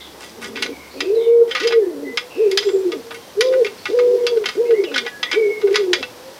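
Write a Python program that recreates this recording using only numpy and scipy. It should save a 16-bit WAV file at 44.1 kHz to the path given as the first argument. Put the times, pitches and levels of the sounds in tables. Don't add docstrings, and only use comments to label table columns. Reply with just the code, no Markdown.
import sys
import numpy as np
from scipy import signal
from scipy.fft import rfft, irfft
from scipy.io import wavfile
from scipy.ndimage import uniform_filter1d

SR = 44100
rng = np.random.default_rng(int(sys.argv[2]) if len(sys.argv) > 2 else 0)


def pcm_store(signal):
    levels = np.round(np.clip(np.atleast_2d(signal), -1, 1) * 32767)
    wavfile.write(sys.argv[1], SR, levels.astype(np.int16).T)


N = 281799


def amp(db):
    return 10 ** (np.asarray(db) / 20)


def evened(x):
    return x / np.sqrt(np.mean(x ** 2) + 1e-20)


def smooth(x, size):
    return uniform_filter1d(uniform_filter1d(x, size), size)


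def read(points, hz):
    f, value = np.transpose(points)
    return np.interp(np.log(hz + 1), np.log(f + 1), value)


def add(mix, s, sound):
    part = mix[max(round(s * SR), 0):][:len(sound)]
    part += sound[:len(part)]


def follow(rows):
    s, *columns = np.transpose(rows)
    t = np.arange(s[0], s[-1], 1 / SR)
    return s[0], [np.interp(t, s, c) for c in columns]


def resonate(x, hz, width):
    turn = np.exp(2j * np.pi * np.cumsum(hz * np.ones(len(x))) / SR)
    r = np.exp(-np.pi * np.mean(width) / SR)
    return 2 * (turn * signal.lfilter([1 - r], [1, -r], x / turn)).real


def narrow_band(x, hz, width):
    return resonate(resonate(x, hz, width), hz, width)


def coloured(x, gain):
    return irfft(rfft(x) * gain(np.fft.rfftfreq(len(x), 1 / SR)), len(x))


# frequency in Hz, relative density in dB per Hz.
AIR_SPECTRUM = [(15, -78), (25, -29), (252, -0.5), (496, 0), (568, -2), (651, -4), (952, -4), (1830, -17),
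                (2040, -13.5), (2900, -66), (4990, -35), (6920, -23), (14800, -22), (16500, -35)]
AIR_DB = -42.5
# time in seconds, drone level in dB, roll level in dB.
TRAFFIC_LEVELS = [(0.0, -54, -75), (0.36, -64, -62), (0.53, -73, -48), (0.76, -54, -68), (1.14, -60, -64),
                  (1.47, -74, -69), (1.69, -61, -69), (2.63, -79, -65), (2.69, -69, -59.5),
                  (3.92, -73, -59.5), (4.0, -62, -72), (4.29, -70, -62), (4.77, -66, -67),
                  (4.84, -75, -69.5), (6.07, -63, -57), (6.39, -80, -66)]


def air():
    frames, hz = N // 256 + 5, np.fft.rfftfreq(1024, 1 / SR)
    real, imaginary, patches = rng.standard_normal((frames, 513, 3)).T
    patches_db = evened(uniform_filter1d(uniform_filter1d(patches, 12, 0), 14, 1))
    spectrum = (real + 1j * imaginary) * amp(read(AIR_SPECTRUM, hz)[:, None] + patches_db)
    hiss = signal.istft(spectrum, nperseg=1024, noverlap=768)[1][:N]
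    out = amp(AIR_DB) * evened(hiss)

    s, (drone_db, roll_db) = follow(TRAFFIC_LEVELS)
    noise = rng.standard_normal(len(drone_db))
    drone_hz = 70 + 1.5 * evened(smooth(noise, size=8000))
    drone = np.sqrt(2) * np.sin(2 * np.pi * np.cumsum(drone_hz) / SR)
    roll = evened(narrow_band(noise, 97, 45))
    add(out, s, amp(drone_db) * drone + amp(roll_db) * roll)
    return out


# time in seconds, level in dB.
RUSTLE_LEVELS = [(0.0, -46), (1.17, -47), (1.26, -49.5), (2.12, -48), (2.47, -45), (3.35, -45.5),
                 (3.61, -43.5), (4.79, -45.5), (5.09, -45.5), (5.61, -45.5), (5.82, -46), (6.39, -44.5)]
# frequency in Hz, relative density in dB per Hz.
LEAF_SPECTRUM = [(700, -18), (1500, 0.5), (2200, -0.5), (3200, -0.5), (4500, 0), (5800, -1.5), (6800, -8.5),
                 (9000, -12), (13000, -21)]


def rustle():
    s, (db,) = follow(RUSTLE_LEVELS)
    strength_db = 0.71 * np.minimum(rng.exponential(1, N // 100 + 1), 4)
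    grains = rng.standard_normal(len(db)) * amp(strength_db).repeat(100)[:len(db)]
    out = np.zeros(N)
    add(out, s, amp(db) * evened(coloured(grains, lambda hz: amp(read(LEAF_SPECTRUM, hz)))))
    return out


RISE_SHARE, FALL_SHARE = .3, 2.5
SWELL_SHARE, FADE_DB = .3, -4


def whistle(length, first_hz, last_hz, db, width, hoarse):
    u = np.arange(0, length, 1 / SR) / length
    share = RISE_SHARE if last_hz > first_hz else FALL_SHARE
    hz = first_hz + (last_hz - first_hz) * (1 - np.exp(-u / share)) / (1 - np.exp(-1 / share))
    fuzz = evened(narrow_band(rng.standard_normal(len(u)), hz, width))
    pure = np.sqrt(2) * np.sin(2 * np.pi * np.cumsum(hz) / SR)
    shape = amp(db + FADE_DB * u) * signal.windows.tukey(len(u), SWELL_SHARE)
    return shape * (np.sqrt(1 - hoarse) * pure + np.sqrt(hoarse) * fuzz)


# start in seconds, length in seconds, first pitch in Hz, last pitch in Hz,
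# level in dB before swell and fade, noise spread in Hz.
SONG_NOTES = [(0, 0.045, 2110, 2060, -46.5, 100), (0, 0.087, 3550, 3350, -40, 500),
              (.68, 0.14, 2400, 2110, -43.5, 150), (.8, .14, 2230, 2180, -47, 250),
              (0.887, 0.19, 4400, 4470, -48, 600), (0.956, 0.17, 2500, 2600, -43, 300),
              (1.145, 0.047, 4150, 3750, -42, 250), (1.187, 0.1, 3680, 3560, -42, 250),
              (1.156, 0.21, 2100, 2250, -46.5, 200), (1.201, 0.093, 3300, 2800, -46.5, 400),
              (1.805, 0.097, 1760, 1780, -46, 80), (2.04, .13, 1995, 2020, -41, 90),
              (2.289, 0.25, 2770, 2400, -41.5, 320), (2.622, .19, 7300, 7400, -48, 500),
              (3.137, .13, 3150, 3165, -51.5, 40), (3.779, 0.079, 4300, 4450, -48, 199.6),
              (3.592, .07, 5470, 5390, -54, 79.63), (3.869, .07, 4240, 4710, -53, 200),
              (3.9, .11, 4860, 4900, -51, 120.5), (4.02, 0.077, 3400, 3600, -58, 250),
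              (4.179, 0.091, 2250, 2040, -52, 35.2), (4.229, 0.042, 3500, 2550, -47, 39.93),
              (4.643, 0.13, 2250, 2900, -47, 40), (4.65, 0.046, 2060, 2190, -41, 60),
              (4.73, 0.088, 1800, 2240, -37.5, 60), (4.845, 0.061, 3150, 2440, -38, 39.92),
              (5.103, 0.097, 1690, 1675, -39, 50), (5.251, 0.062, 1730, 2100, -33, 250),
              (5.343, 0.067, 2285, 2270, -27.5, 60), (5.413, 0.14, 2230, 2179, -29, 40),
              (5.53, 0.094, 2190, 2151, -41, 60)]
# start in seconds, length in seconds, first pitch in Hz,
# last pitch in Hz, level in dB before swell and fade.
FAR_COO_NOTES = [(1.5, 0.11, 512, 516, -34), (2.1, 0.214, 440, 505, -39.5), (3.03, .17, 458, 462, -38.5),
                 (3.7, 0.22, 516.6, 504.6, -45), (5.19, 0.13, 500.5, 483, -41), (5.95, 0.13, 500, 499, -37),
                 (6.11, 0.32, 440, 548, -43.5)]
HOARSE_AT_HZ = 90


def far_birds():
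    out = np.zeros(N)
    for s, *call in FAR_COO_NOTES:
        add(out, s, whistle(*call, width=32, hoarse=0.17))
    for s, *call in SONG_NOTES:
        spread_hz = call[-1]
        add(out, s, whistle(*call, hoarse=1 / (1 + (HOARSE_AT_HZ / spread_hz) ** 2)))
    return out


# frequency in Hz, bandwidth in Hz, gain in dB.
TUBE_MODES = [(867, 25, -5), (1172, 6.2, -4.5), (1236, 25, 6), (1480, 47, 7.5), (1690, 15, 2),
              (1952, 22.4, 8.5), (2157, 61, 5.5), (2363, 59, 1.5), (2666, 57, -1.5), (2840, 21, -15.5),
              (3110, 43, -0.5), (3370, 25, 4), (3570, 16, -5), (3700, 110, -5), (4000, 30, -7.5),
              (4560, 25, -20.5), (4624, 25, -7), (4953, 75, 3.5), (5430, 17, -9.5), (5870, 49, -5.5),
              (5750, 45, -12), (6200, 53, -4), (7400, 50, -10), (8130, 88, -0.5)]


def frame(force, weights_db):
    out = 0
    for (f, width, db), weight_db in zip(TUBE_MODES, weights_db):
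        out = out + amp(db + weight_db) * resonate(force, f, width) / np.sqrt(width)
    return out


def thin_walls(hz):
    return 1 / (1 + (600 / (hz + 1)) ** 4) / (1 + (hz / 12000) ** 6)


# start in seconds, length in seconds, level in dB,
# colour centre in Hz, breadth in octaves (6 dB down), ring share from 0 to 1.
SLIDES = [(0.201, 0.15, -51.5, 4900, 1.3, 0.65), (0.411, 0.1, -49.5, 3350, 3.6, 0.8),
          (0.552, 0.13, -44, 2560, 0.97, 0.7), (1.477, 0.33, -40, 2720, 1.2, 0.96),
          (2.573, 0.18, -43.5, 4000, 0.53, 1), (3.114, 0.089, -67, 9970, 0.42, 0.2),
          (3.414, 0.13, -47.5, 4300, 0.41, 0.9), (3.862, 0.24, -51, 3770, 0.65, 0.28),
          (4.459, 0.14, -50.5, 2840, 1.7, 0.72), (4.937, 0.1, -49, 2910, 1.26, 1),
          (5.309, 0.077, -45, 2678, 1.08, 0.99), (5.706, .2, -43, 2596, 0.92, 0.6),
          (5.941, 0.13, -52.5, 3500, 0.68, 0.49)]


def scrapes():
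    out = np.zeros(N)
    for s, length, db, colour_hz, breadth, ring in SLIDES:
        u = np.arange(16384) / SR / length
        clumps = amp(5.4 * np.minimum(rng.exponential(1, 128), 3)).repeat(128)
        swell = np.sin(np.pi * np.minimum(u, 1) ** 0.38)
        grains = rng.standard_normal(len(u)) * clumps * swell

        def colour(hz):
            octaves = np.log2((hz + 1) / colour_hz)
            return amp(np.maximum(-6 * (octaves / breadth) ** 2, -60))

        grains = coloured(grains, colour)
        rung = frame(grains, np.zeros(len(TUBE_MODES)))
        slide = (1 - ring) * evened(grains) + ring * evened(rung)
        add(out, s, amp(db) * evened(coloured(slide, thin_walls)) * np.sqrt(u[-1]))
    return out


# time in seconds, nominal peak in dB (three times the early rms),
# ringing region in Hz, hardness in dB per octave, chatter t60 in seconds, ring share from 0 to 1.
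TAP_EVENTS = [(0.208, -31, 1490, -9, 0.1, 0.5), (0.2305, -29, 3350, -4, 0.099, 0.3),
              (0.4245, -22.5, 1480, 14, 0.098, 0.75), (0.4435, -21, 1940, 5, 0.079, 0.55),
              (0.5586, -28, 1970, -5, 0.065, 0.7), (0.5723, -18, 1940, -6, 0.071, 0.46),
              (0.623, -8, 1940, 5.5, 0.096, 0.33), (0.6614, -16.5, 5050, -4, 0.034, 0.62),
              (1.0049, -8.5, 3770, 1.5, 0.047, 0.54), (1.5105, -13.5, 3400, 1, 0.089, 0.73),
              (1.5496, -8, 1966, 0, 0.17, 0.62), (1.5994, -14.5, 1963, 1.5, 0.2, 0.5),
              (1.6324, -16.5, 1950, 4, 0.16, 0.65), (1.6716, -10.5, 5070, 4, 0.081, 0.58),
              (1.7076, -17, 1973, -12, 0.087, 0.63), (1.722, -12, 1980, -6, 0.071, 0.75),
              (2.173, -5.5, 1952, -0.5, 0.057, 0.61), (2.513, -15.5, 4720, 9, 0.062, 0.51),
              (2.5275, -28.5, 1940, -10, 0.08, 0.63), (2.574, -2.5, 5100, 5, 0.06, 0.49),
              (2.6263, -21, 1458, -5, 0.063, 0.55), (2.6875, -23, 1946, -15, 0.069, 0.58),
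              (2.9185, -18.5, 1920, 2, 0.065, 0.58), (3.1072, -21.5, 1237, -6, 0.11, 0.42),
              (3.1437, -24.5, 2000, 13, 0.08, 0.72), (3.4079, -3.5, 1950, 4.5, 0.057, 0.4),
              (3.5244, -26, 1314, 0, 0.068, 0.6), (3.535, -18.5, 1955, -8, 0.072, 0.66),
              (3.6461, -12.5, 2400, 7, 0.065, 0.82), (3.6647, -16.5, 2405, -1, 0.065, 0.58),
              (3.8551, -11.5, 1220, 0, 0.057, 0.74), (3.8651, -23.5, 1970, 5, 0.062, 0.89),
              (3.9889, -15.5, 1240, -2, 0.071, 0.6), (4.2666, -8, 3420, 2, 0.06, 0.52),
              (4.3713, -26.5, 1220, 1.5, 0.054, 0.63), (4.4401, -18.5, 1200, -7, 0.065, 0.58),
              (4.4572, -8, 3080, 1, 0.065, 0.41), (4.4877, -12, 3110, -1, 0.065, 0.4),
              (4.7067, -20.5, 1207, -6.5, 0.062, 0.57), (4.8381, -19.5, 3410, -9, 0.052, 0.7),
              (4.9158, -25, 2650, -12, 0.073, 0.62), (4.9413, -12.5, 3126, -1, 0.065, 0.73),
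              (4.9593, -6.5, 3120, 1, 0.058, 0.65), (4.9785, -6.5, 3110, 2, 0.069, 0.54),
              (5.0502, -26, 1710, -6, 0.065, 0.56), (5.0636, -14, 1470, -5, 0.067, 0.67),
              (5.0789, -26, 3420, 1.5, 0.061, 0.6), (5.229, -6.5, 3430, -3.5, 0.057, 0.82),
              (5.3142, -9, 2410, 0.5, 0.063, 0.63), (5.3291, -11.5, 3363, -1.5, 0.056, 0.66),
              (5.3435, -13.5, 2260, -3, 0.057, 0.74), (5.6146, -23.5, 2063, -3, 0.069, 0.6),
              (5.672, -23, 1480, -11, 0.076, 0.6), (5.7269, -27.5, 2280, 13, 0.065, 0.58),
              (5.7437, -11, 2192, -1, 0.079, 0.59), (5.7567, -3, 2405, 1, 0.055, 0.51),
              (5.9314, -1.5, 3360, 1, 0.072, 0.51), (6.027, -13, 2690, -3.5, 0.065, 0.58)]
# frequency in Hz, gain in dB.
CONTACT_SPECTRUM = [(300, -58.5), (650, 0.5), (900, 0), (1500, 1.5), (3000, 4.5), (5000, 0.5), (7000, -9),
                    (8500, -20.5), (10500, -11.5), (12500, -19), (16000, -63)]
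BREADTH_OCTAVES = 1.24
NEAREST_MODE_DB = 5


def taps():
    out, t, modes_hz = np.zeros(N), np.arange(8192) / SR, np.transpose(TUBE_MODES)[0]
    lead = 64
    for s, db, region_hz, hardness_db, t60, ring in TAP_EVENTS:
        bounces = amp(1.2 * rng.standard_normal(128)).repeat(64)
        chatter = bounces * amp(-60 * t / t60)
        tick = amp(-60 * t / 0.00063)
        onset = 1 - np.exp(-t / 0.00048)
        force = np.roll(rng.standard_normal(len(t)) * (chatter + tick) * onset, lead)
        force = coloured(force, lambda hz: amp(read(CONTACT_SPECTRUM, hz)))

        direct = coloured(force, lambda hz: (hz / 3000 + .1) ** (hardness_db / 6))
        treble = coloured(direct, lambda hz: 1 / (1 + (7000 / (hz + 1)) ** 4))
        direct = direct - treble * (1 - amp(-60 * t / 0.051))

        octaves = np.log2(modes_hz / region_hz)
        place_db = 3.5 * rng.standard_normal(len(TUBE_MODES))
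        place_db = place_db + NEAREST_MODE_DB * (abs(octaves) == abs(octaves).min())
        region_db = np.maximum(-6 * (octaves / BREADTH_OCTAVES) ** 2, -25)
        rung = frame(force, place_db + region_db)

        tap = coloured((1 - ring) * evened(direct) + ring * evened(rung), thin_walls)
        early_peak = np.sqrt((tap[:400] ** 2).mean() * 9)
        add(out, s - lead / SR, amp(db) * tap / early_peak)
    return out


# frequency in Hz, width in Hz, gain in dB.
CROP_RESONANCES = [(395.5, 62, 14), (440, 71, 14), (595, 390, -8)]


def crop(noise):
    rung = sum(amp(db) * narrow_band(noise, f, width) for f, width, db in CROP_RESONANCES)
    return evened(coloured(rung, lambda hz: 1 / (1 + (hz / 680) ** 8) / (1 + (320 / (hz + 1)) ** 10)))


# time in seconds, level in dB, pitch in Hz.
GROWL_NOTE = [(.28, -48.5, 202), (.45, -36.5, 230), (.6, -35.5, 260), (.7, -28, 302), (.74, -33, 295),
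              (.77, -75, 285)]
# time in seconds, pitch in Hz, tone level in dB.
COO_NOTES = [
    [(0.94, 246.6, -70), (0.96, 263.3, -39), (0.982, 281, -37), (1.038, 289, -30.5), (1.052, 324.4, -42),
     (1.064, 355.3, -22), (1.104, 404.6, -14), (1.15, 448.8, -14.5), (1.154, 452, -32.5), (1.158, 453, -16),
     (1.172, 458, -9.5), (1.25, 461.7, -25), (1.274, 462.6, -9.5), (1.428, 469.4, -7.5), (1.448, 470, -25),
     (1.502, 458.6, -25.5), (1.52, 454.7, -43)],
    [(1.6, 229.7, -53), (1.616, 324, -27), (1.632, 413, -26.5), (1.662, 470.7, -11), (1.716, 463.2, -31),
     (1.73, 461.6, -15), (1.784, 452.3, -6), (1.798, 436.7, -12.5), (1.84, 385.3, -18.5),
     (1.856, 364.7, -36), (1.872, 352.6, -16), (1.908, 335.4, -33), (1.95, 285, -31.5), (1.998, 286.3, -32),
     (2.054, 283.6, -28), (2.088, 275.5, -34), (2.116, 244.6, -37.5), (2.17, 214.0, -61)],
    [(2.355, 229.5, -48), (2.371, 308.3, -29.5), (2.385, 371, -31), (2.405, 424.3, -12),
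     (2.421, 464.2, -11.5), (2.477, 393, -12), (2.503, 379.6, -23.5), (2.541, 384.5, -15),
     (2.641, 434, -40.5), (2.671, 407.0, -10.5), (2.709, 358.8, -23), (2.715, 362.7, -39),
     (2.741, 385.5, -13), (2.843, 383.5, -24.5), (2.865, 358.9, -12.5), (2.933, 316.2, -38.5),
     (2.969, 282.8, -29.5), (3.02, 233.6, -50)],
    [(3.35, 374.4, -63), (3.372, 392.3, -24), (3.394, 423.3, -11.5), (3.428, 500, -20.5), (3.436, 509, -24),
     (3.446, 508.6, -16), (3.488, 513.5, -13.5), (3.592, 519.4, -13), (3.6, 506, -12), (3.63, 441, -11),
     (3.636, 428.3, -38), (3.654, 423.6, -18.5), (3.678, 415, -32), (3.688, 414.2, -32),
     (3.706, 407.5, -50), (3.72, 403, -45)],
    [(3.885, 255.6, -59), (3.897, 297.3, -28), (3.913, 358.9, -29.5), (3.933, 427.4, -16),
     (3.951, 489, -12), (3.965, 492, -23), (3.973, 488.0, -11), (4.147, 489.3, -14), (4.187, 484.3, -21.5),
     (4.253, 484, -13.5), (4.293, 479.3, -26), (4.321, 476.7, -15.5), (4.339, 475.3, -16.5),
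     (4.357, 460.3, -23), (4.379, 447.5, -6), (4.387, 435, -24.5), (4.443, 411.9, -25.5),
     (4.47, 399.8, -46)],
    [(4.555, 230.2, -37), (4.569, 318, -35), (4.581, 397.2, -16), (4.611, 475.7, -11.5),
     (4.629, 473.6, -23), (4.637, 477, -17.5), (4.671, 475.9, -23), (4.711, 464.0, -10), (4.737, 455.4, -9),
     (4.765, 428.6, -23.5), (4.801, 391.2, -10), (4.823, 374, -28), (4.845, 357, -19), (4.857, 338.9, -29),
     (4.891, 276.9, -43), (4.927, 278.4, -32), (5.045, 228.4, -44), (5.08, 224.4, -78)],
    [(5.325, 232.2, -52), (5.343, 315.8, -28), (5.361, 399, -23), (5.377, 430.7, -9), (5.393, 461.6, -14),
     (5.469, 404.5, -14), (5.623, 436.5, -37.5), (5.647, 414.4, -6), (5.697, 377.8, -26),
     (5.719, 390, -9.5), (5.733, 409.5, -23.5), (5.749, 426.2, -12.5), (5.767, 426.3, -35),
     (5.803, 413, -13.5), (5.851, 365.0, -23.5), (5.919, 360, -15), (5.971, 293.5, -55),
     (6.02, 268.2, -30.5)],
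]
# pitch in Hz, mean octave level in dB.
OCTAVE_LEVELS = [(230, -37), (290, -41.5), (350, -54.5), (430, -60), (500, -47)]
OVERTONE_FLICKER_DB = 4
RASP_DB, RASP_PER_DB, RASP_FLICKER_DB = -19, 0.594, 3.5
LOW_HZ, LOW_RASP_DB, WAVER, LOW_WAVER = 330, 5, .008, .03


def pigeon():
    t = np.arange(N) / SR
    times, *curves = np.concatenate(COO_NOTES).T
    hz, tone_db = (np.interp(t, times, c) for c in curves)
    sounding = sum((t >= note[0][0]) & (t < note[-1][0]) for note in COO_NOTES) > 0
    effort_db = 20 * np.log10(smooth(amp(tone_db), size=2500))
    low = 1 / (1 + (hz / LOW_HZ) ** 12)

    overtone_flicker = evened(smooth(rng.standard_normal(N), size=1500))
    overtone_db = read(OCTAVE_LEVELS, hz) + OVERTONE_FLICKER_DB * overtone_flicker
    rasp_flicker = evened(smooth(rng.standard_normal(N), size=900))
    rasp_db = RASP_DB + RASP_PER_DB * effort_db + RASP_FLICKER_DB * rasp_flicker + LOW_RASP_DB * low
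    tone, overtone, rasp = (smooth(amp(db) * sounding, size=300) for db in (tone_db, overtone_db, rasp_db))

    waver = evened(smooth(rng.standard_normal(N), size=300))
    wavering_hz = smooth(hz, size=300) * (1 + (WAVER + LOW_WAVER * low) * waver)
    phase = 2 * np.pi * np.cumsum(wavering_hz) / SR
    voice = np.sqrt(2) * (tone * np.sin(phase) + overtone * np.sin(2 * phase))
    out = voice + rasp * crop(rng.standard_normal(N))

    s, (growl_db, growl_hz) = follow(GROWL_NOTE)
    breath = rng.standard_normal(len(growl_hz))
    rough = evened(narrow_band(breath, growl_hz, 81))
    add(out, s, amp(growl_db) * evened(0.84 * rough + crop(breath)))
    return out


def garden(x, t60, first):
    echoes = np.zeros(SR)
    at = np.arange(0, SR - 40, 40) + rng.integers(0, 40, (SR - 1) // 40)
    echoes[at] = rng.choice([-1., 1.], len(at))
    t = np.arange(SR) / SR
    echoes *= amp(-60 * t / t60) * (t > first)
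    return signal.oaconvolve(x, echoes / np.linalg.norm(echoes))[:N]


def scene():
    coos, birds, chair = pigeon(), far_birds(), taps() + scrapes()
    coos = coos + amp(-14) * garden(coos, t60=.25, first=.012)
    birds = birds + amp(-3) * garden(birds, t60=.3, first=.015)
    chair = chair + amp(-11) * garden(chair, t60=.22, first=.003)
    return (coos + birds + chair + rustle() + air())[None]


def record(dry):
    power_db = 10 * np.log10(abs(uniform_filter1d(dry[0] ** 2, 4000)) + 1e-12)
    over_db = uniform_filter1d(np.maximum(power_db + 13.0, 0), 3000)
    eased = dry / amp(.4 * over_db)
    rounded = eased / (1 + abs(eased / .97) ** 6) ** (1 / 6)
    low_pass = signal.firwin(1023, 15900, window=("kaiser", 9), fs=SR)
    return signal.oaconvolve(rounded, low_pass[None], "same")


dry = scene()
out = record(dry)
pcm_store(out)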